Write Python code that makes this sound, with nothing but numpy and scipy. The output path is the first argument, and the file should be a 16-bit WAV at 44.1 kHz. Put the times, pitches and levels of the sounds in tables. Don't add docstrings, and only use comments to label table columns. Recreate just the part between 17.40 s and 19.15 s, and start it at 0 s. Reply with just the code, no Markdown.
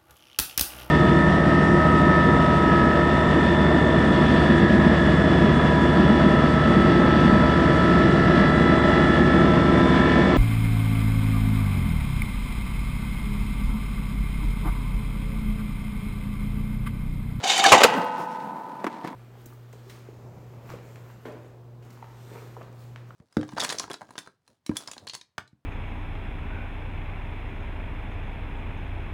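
import sys
import numpy as np
from scipy import signal
from scipy.fft import rfft, irfft, next_fast_len
from scipy.io import wavfile
from scipy.ndimage import map_coordinates

SR = 44100
rng = np.random.default_rng(int(sys.argv[2]) if len(sys.argv) > 2 else 0)


def output_pcm(signal):
    pcm = np.clip(np.atleast_2d(signal).T, -1, 1) * 32767
    wavfile.write(sys.argv[1], SR, np.round(pcm).astype(np.int16))


N = 77175


def amp(db):
    return 10 ** (np.asarray(db) / 20)


def unit(x):
    return x / np.sqrt(np.mean(x ** 2) + 1e-20)


def along(points, hz):
    f, values = np.transpose(points)
    return np.interp(np.log(hz + 1), np.log(f + 1), values)


def curves(rows):
    times, *columns = np.transpose(rows)
    return [np.interp(np.arange(N) / SR, times, column) for column in columns]


def since(start):
    return np.maximum(np.arange(N) / SR - start, 0)


def fade(t, ring_s):
    return np.exp(-np.log(1000) * t / ring_s)


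def wobble(rate):
    return map_coordinates(rng.standard_normal(2048), [np.arange(N) * rate / SR], mode="wrap")


def filtered(x, response):
    size = next_fast_len(N + SR // 2)
    return irfft(rfft(x, size) * response(np.fft.rfftfreq(size, 1 / SR)), size)[:N]


def coloured(x, colour):
    return unit(filtered(x, lambda hz: amp(along(colour, hz))))


def resonate(x, peaks):
    def response(hz):
        return sum((-1) ** k * amp(db) * 1j * hz * width / (pitch ** 2 - hz ** 2 + 1j * hz * width)
                   for k, (pitch, width, db) in enumerate(peaks))
    return unit(filtered(x, response))


def grains(per_s, spread_db):
    clicks = (rng.random(N) < per_s / SR) * np.sign(rng.standard_normal(N))
    return clicks * amp(spread_db * np.clip(rng.standard_normal(N), -2.5, 2.5))


# f/Hz, relative level/dB
AIR_COLOUR = [(25, 1), (200, 29), (1500, 1), (4000, 15.5), (9000, -4), (16000, -18.5)]
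def air():
    return amp(-71.5) * coloured(rng.standard_normal(N), AIR_COLOUR)


# f/Hz, ring time/s
ECHO_TIMES = [(150, 0.55), (1000, 0.8), (4000, 0.32), (12000, 0.19)]
def echoes(x, build_up_s=0.04, top_hz=11000):
    hz, t, noise = signal.stft(rng.standard_normal(SR), SR, nperseg=256)
    tail = signal.istft(noise * fade(t, along(ECHO_TIMES, hz)[:, None]), SR, nperseg=256)[1]
    tail *= 1 - np.exp(-np.arange(len(tail)) / SR / build_up_s)
    scattered = signal.fftconvolve(x, tail / np.linalg.norm(tail))[:N]
    return amp(-21) * filtered(scattered, lambda f: 1 / np.sqrt(1 + (f / top_hz) ** 4))


# t/s, level/dB, half length/s
SCUFFS = [(0.815, -54.5, 0.036), (.925, -58, .03), (1.029, -64, .03)]
# f/Hz, relative level/dB
SCUFF_COLOUR = [(500, -28), (2000, -4), (3000, 6), (4000, -9), (5400, 5), (7000, -5), (10000, -6),
                (16000, -21)]
def scuffs():
    swells = sum(amp(db) * np.exp(-((since(0) - at) / half_s) ** 2) for at, db, half_s in SCUFFS)
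    return swells * coloured(grains(per_s=6300, spread_db=3.2), SCUFF_COLOUR)


# t/s, rumble level/dB, grit level/dB
ROLL_LEVELS = [(0, -43, -44), (.03, -43, -42.5), (.1, -47, -62), (.43, -65, -57), (.46, -26, -38),
               (.53, -34.5, -33.5), (.58, -23, -38), (.62, -34.5, -39), (.72, -43.5, -46),
               (.8, -32.5, -46.5), (.88, -38.5, -51), (.93, -40.5, -48.5), (1.06, -38.5, -54.5),
               (1.25, -41.5, -59.5), (1.42, -42, -55), (1.54, -44, -51), (1.61, -42.5, -54),
               (1.68, -39.5, -45.5), (1.75, -44, -64.5)]
# f/Hz, relative level/dB
RUMBLE_COLOUR = [(25, -30.5), (70, -25.5), (120, -3.5), (175, 1), (280, -1), (400, -9.5), (750, -5),
                 (1200, -12), (1700, -22), (2500, -32.5), (5000, -42.5)]
GRIT_COLOUR = [(100, -45), (500, 2.5), (1000, -1), (1900, 0), (2800, -7), (4000, -9.5), (6000, -17.5),
               (9000, -23.5), (12000, -37), (16000, -42)]
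def rolling():
    rumble_db, grit_db = curves(ROLL_LEVELS)
    rumble = amp(rumble_db + 0.61 * wobble(38)) * coloured(grains(2000, 3.8), RUMBLE_COLOUR)
    grit = amp(grit_db + 1.3 * wobble(46)) * coloured(grains(4000, 7.4), GRIT_COLOUR)
    return rumble + grit


def blows(rows, colour, attack_s=0.00054, treble_damping=0.099):
    out = np.zeros(N + SR)
    t = np.arange(SR // 6) / SR
    hz = np.fft.rfftfreq(len(t), 1 / SR)
    octave = np.log2((hz + 1) / 1000)
    centres = np.arange(-6, 6)[:, None]
    bands = np.maximum(1 - abs(octave - centres), 0)
    attack = 1 - np.exp(-t / attack_s)
    for start, db, ring_s, tilt_db in rows:
        tones = amp(along(colour, hz) + tilt_db * octave) * np.exp(2j * np.pi * rng.random(len(hz)))
        parts = irfft(tones * bands, len(t))
        decay = fade(t, ring_s * 2. ** (-treble_damping * centres))
        blow = (parts * decay).sum(0) / parts.sum(0).std()
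        out[round(start * SR):][:len(t)] += amp(db) * blow * attack
    return out[:N]


# t/s, level/dB, ring time at 1 kHz/s, tilt/(dB per octave)
BUMPS = [(.577, -25.5, 0.02, 3.5), (.591, -26, 0.12, -15), (.645, -38, 0.035, 18), (.792, -40, 0.043, -8),
         (1.4425, -18, 0.0446, -.5), (1.4663, -14, 0.023, -0.5), (1.4715, -24.5, 0.058, -0.5),
         (1.641, -20, .04, -10), (1.647, -24.5, 0.027, 0), (1.673, -31.5, 0.037, 3),
         (1.728, -34.5, 0.032, 0)]
# f/Hz, relative level/dB
BUMP_COLOUR = [(25, -36), (80, -35), (170, -1), (320, -0.5), (600, -7), (1000, -4.5), (1400, -10.5),
               (1800, -10), (2600, -20), (4500, -32), (8300, -36.5), (16000, -45.5)]
def bumps():
    return blows(BUMPS, BUMP_COLOUR)


# t/s, level/dB, ring time at 1 kHz/s, tilt/(dB per octave)
LANDING = [(.405, -8, 0.051, -2), (.4175, -1.5, 0.02, -2), (.431, -9.5, 0.029, -1), (.4345, -2, 0.058, 3),
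           (.439, -8.5, 0.084, 2.5), (.446, -5, 0.052, -5)]
# f/Hz, relative level/dB
LANDING_COLOUR = [(25, -30), (70, -34), (170, -12), (430, 0.5), (680, 5.5), (930, -3), (1200, 4),
                  (1450, -2), (2700, -5), (5000, -13), (10000, -24), (16000, -35.5)]
def landing():
    return blows(LANDING, LANDING_COLOUR)


# f/Hz, level before tilt/dB, ring time before damping/s
RAIL_TONES = [(500, -27, 2.3), (693.5, -32, 1.8), (782.5, -33, 1.2), (850, -25, 2.7), (873.5, -25.5, 2.9),
              (908, -29, 5.5), (962, -40, 4.5), (989, -34, 7), (1003, -35, 5), (1269, -34, 3),
              (1330, -42, 2.3), (1473, -38, 2.8), (1513, -35, 2.4), (1555, -34, 1.1), (1798, -46, 2.7),
              (1905, -38, 1.4), (1954, -28, .8), (2037, -37, 1.2), (2546, -38, 1.4), (2632, -46, 1.6),
              (2810, -31, 1.1), (3205, -38, 1.1)]
def rail(touch_s=0.077, bang_s=0.32, tilt_db=0.64, damping=1.023):
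    def ring(t):
        tones = np.zeros(N)
        for hz, db, ring_s in RAIL_TONES:
            gain = amp(db + tilt_db * np.log2(hz / RAIL_TONES[0][0]))
            tones += gain * fade(t, ring_s / damping) * np.sin(2 * np.pi * hz * t + .05 * wobble(25))
        return (t > 0) * tones
    before_bang = since(bang_s) == 0
    return amp(-16.5) * ring(since(touch_s)) * before_bang + ring(since(bang_s))


def tube(x):
    t = np.arange(SR // 4) / SR
    ring = rng.standard_normal(len(t)) * fade(t, ring_s=0.12)
    return x + amp(4) * signal.fftconvolve(x, ring / np.linalg.norm(ring))[:N]


# t/s, f/Hz, level/dB, half length/s
SQUEAKS = [(0.095, 3780, -24.5, 0.0079), (0.101, 3650, -23.5, 0.0056), (0.211, 3700, -17.5, 0.0046),
           (.253, 1710, -8.5, 0.0036)]
def squeaks():
    t = since(0)
    return sum(amp(db) * np.exp(-((t - at) / half_s) ** 2)
               * np.sin(2 * np.pi * hz * t + 0.56 * wobble(300)) for at, hz, db, half_s in SQUEAKS)


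# t/s, level/dB, ring time at 1 kHz/s, tilt/(dB per octave)
STRIKES = [(.035, -34.5, 0.046, -5), (.078, -26, 0.041, 8), (.124, -28, 0.033, 1.5),
           (.178, -16.5, 0.068, 5.5), (.2395, -10, 0.045, 4.5), (.302, -21, 0.013, -5),
           (.317, -14, 0.066, 0), (.3195, 0.5, 0.13, 1.4), (.325, -9.5, 0.071, 1), (.336, -5, 0.054, -5.5)]
# f/Hz, relative level/dB
STRIKE_COLOUR = [(25, -31), (70, -23), (170, -9), (430, 1.5), (690, -3.5), (810, -2), (960, 3),
                 (1250, -1.5), (1480, -10), (1850, -5), (2800, -7.5), (4500, -23), (7000, -17.5),
                 (10000, -31.5), (16000, -49.5)]
def strikes():
    return blows(STRIKES, STRIKE_COLOUR)


# t/s, drone level/dB, scrape level/dB
GRIND_LEVELS = [(.029, -39, -39), (.038, -31, -22.5), (.06, -26.5, -27.5), (.092, -34.5, -21),
                (.14, -32.5, -23), (.17, -32.5, -26), (.2, -26, -23.5), (.228, -24, -27), (.248, -21, -13),
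                (.278, -11.5, -20), (.296, -28.5, -21), (.35, -16.5, -18.5), (.388, -23.5, -24.5),
                (.415, -36, -27.5), (.47, -36.5, -31.5), (.52, -72, -54)]
# f/Hz, relative level/dB
DRONE_TONES = [(700, 5), (784, 9), (850, -4.5)]
ROUGH_COLOUR = [(60, -34), (150, -19.5), (260, -16.5), (450, -16.5), (620, -18.5), (770, 0), (950, -16.5),
                (1200, -15.5), (1700, -21), (3000, -58)]
HISS_COLOUR = [(30, -48.5), (130, -22.5), (250, -12), (500, 1), (1100, -5), (1800, -4.5), (3300, 4.5),
               (5400, -6), (7200, -1), (9000, -21.5), (11200, -26), (13000, -9), (16000, -15)]
# f/Hz, width/Hz, relative level/dB
SCREECH_PEAKS = [(2226, 79, -2.5), (2645, 90, 0.5), (2918, 77, -3), (3025, 29, 8), (3650, 78, -0.5),
                 (3860, 50, 2), (4660, 62, -9), (6083, 120, -6.5), (6480, 80, -2.5), (6500, 20, -7),
                 (6650, 48, -25), (8460, 79, -9), (9950, 91, -10)]
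def grind(waver_db=1.5, waver_rad=0.45, top_hz=9200):
    drone_db, scrape_db = curves(GRIND_LEVELS)
    t = since(0)
    slips = grains(per_s=5000, spread_db=3.5) * amp(4.1 * wobble(128.5))
    tones = sum(amp(db + waver_db * wobble(70)) * np.sin(2 * np.pi * hz * t + waver_rad * wobble(90))
                for hz, db in DRONE_TONES)
    drone = unit(tones) + amp(-0.5) * coloured(slips, ROUGH_COLOUR)
    screech = amp(-1.5) * resonate(slips, SCREECH_PEAKS)
    hiss = amp(-0.5) * coloured(tube(slips), HISS_COLOUR)
    scrape = filtered(screech + hiss, lambda hz: 1 / np.sqrt(1 + (hz / top_hz) ** 10))
    touching = (t > GRIND_LEVELS[0][0]) & (t < GRIND_LEVELS[-1][0])
    return touching * (amp(drone_db) * drone + amp(scrape_db) * scrape)


def scene():
    board = grind() + squeaks() + strikes() + landing() + bumps() + rolling() + scuffs()
    return (board + echoes(board) + air() + rail())[None]


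def record(dry, low_cut_hz=155.5, clip_level=0.72, coupling_hz=59, top_hz=15950):
    thin = signal.sosfilt(signal.butter(3, low_cut_hz, "high", fs=SR, output="sos"), dry[0])
    clipped = thin / (1 + abs(thin / clip_level) ** 12) ** (1 / 12)
    return filtered(clipped, lambda hz: (hz < top_hz) * hz / np.hypot(hz, coupling_hz))[None]


dry = scene()
out = record(dry)
output_pcm(out)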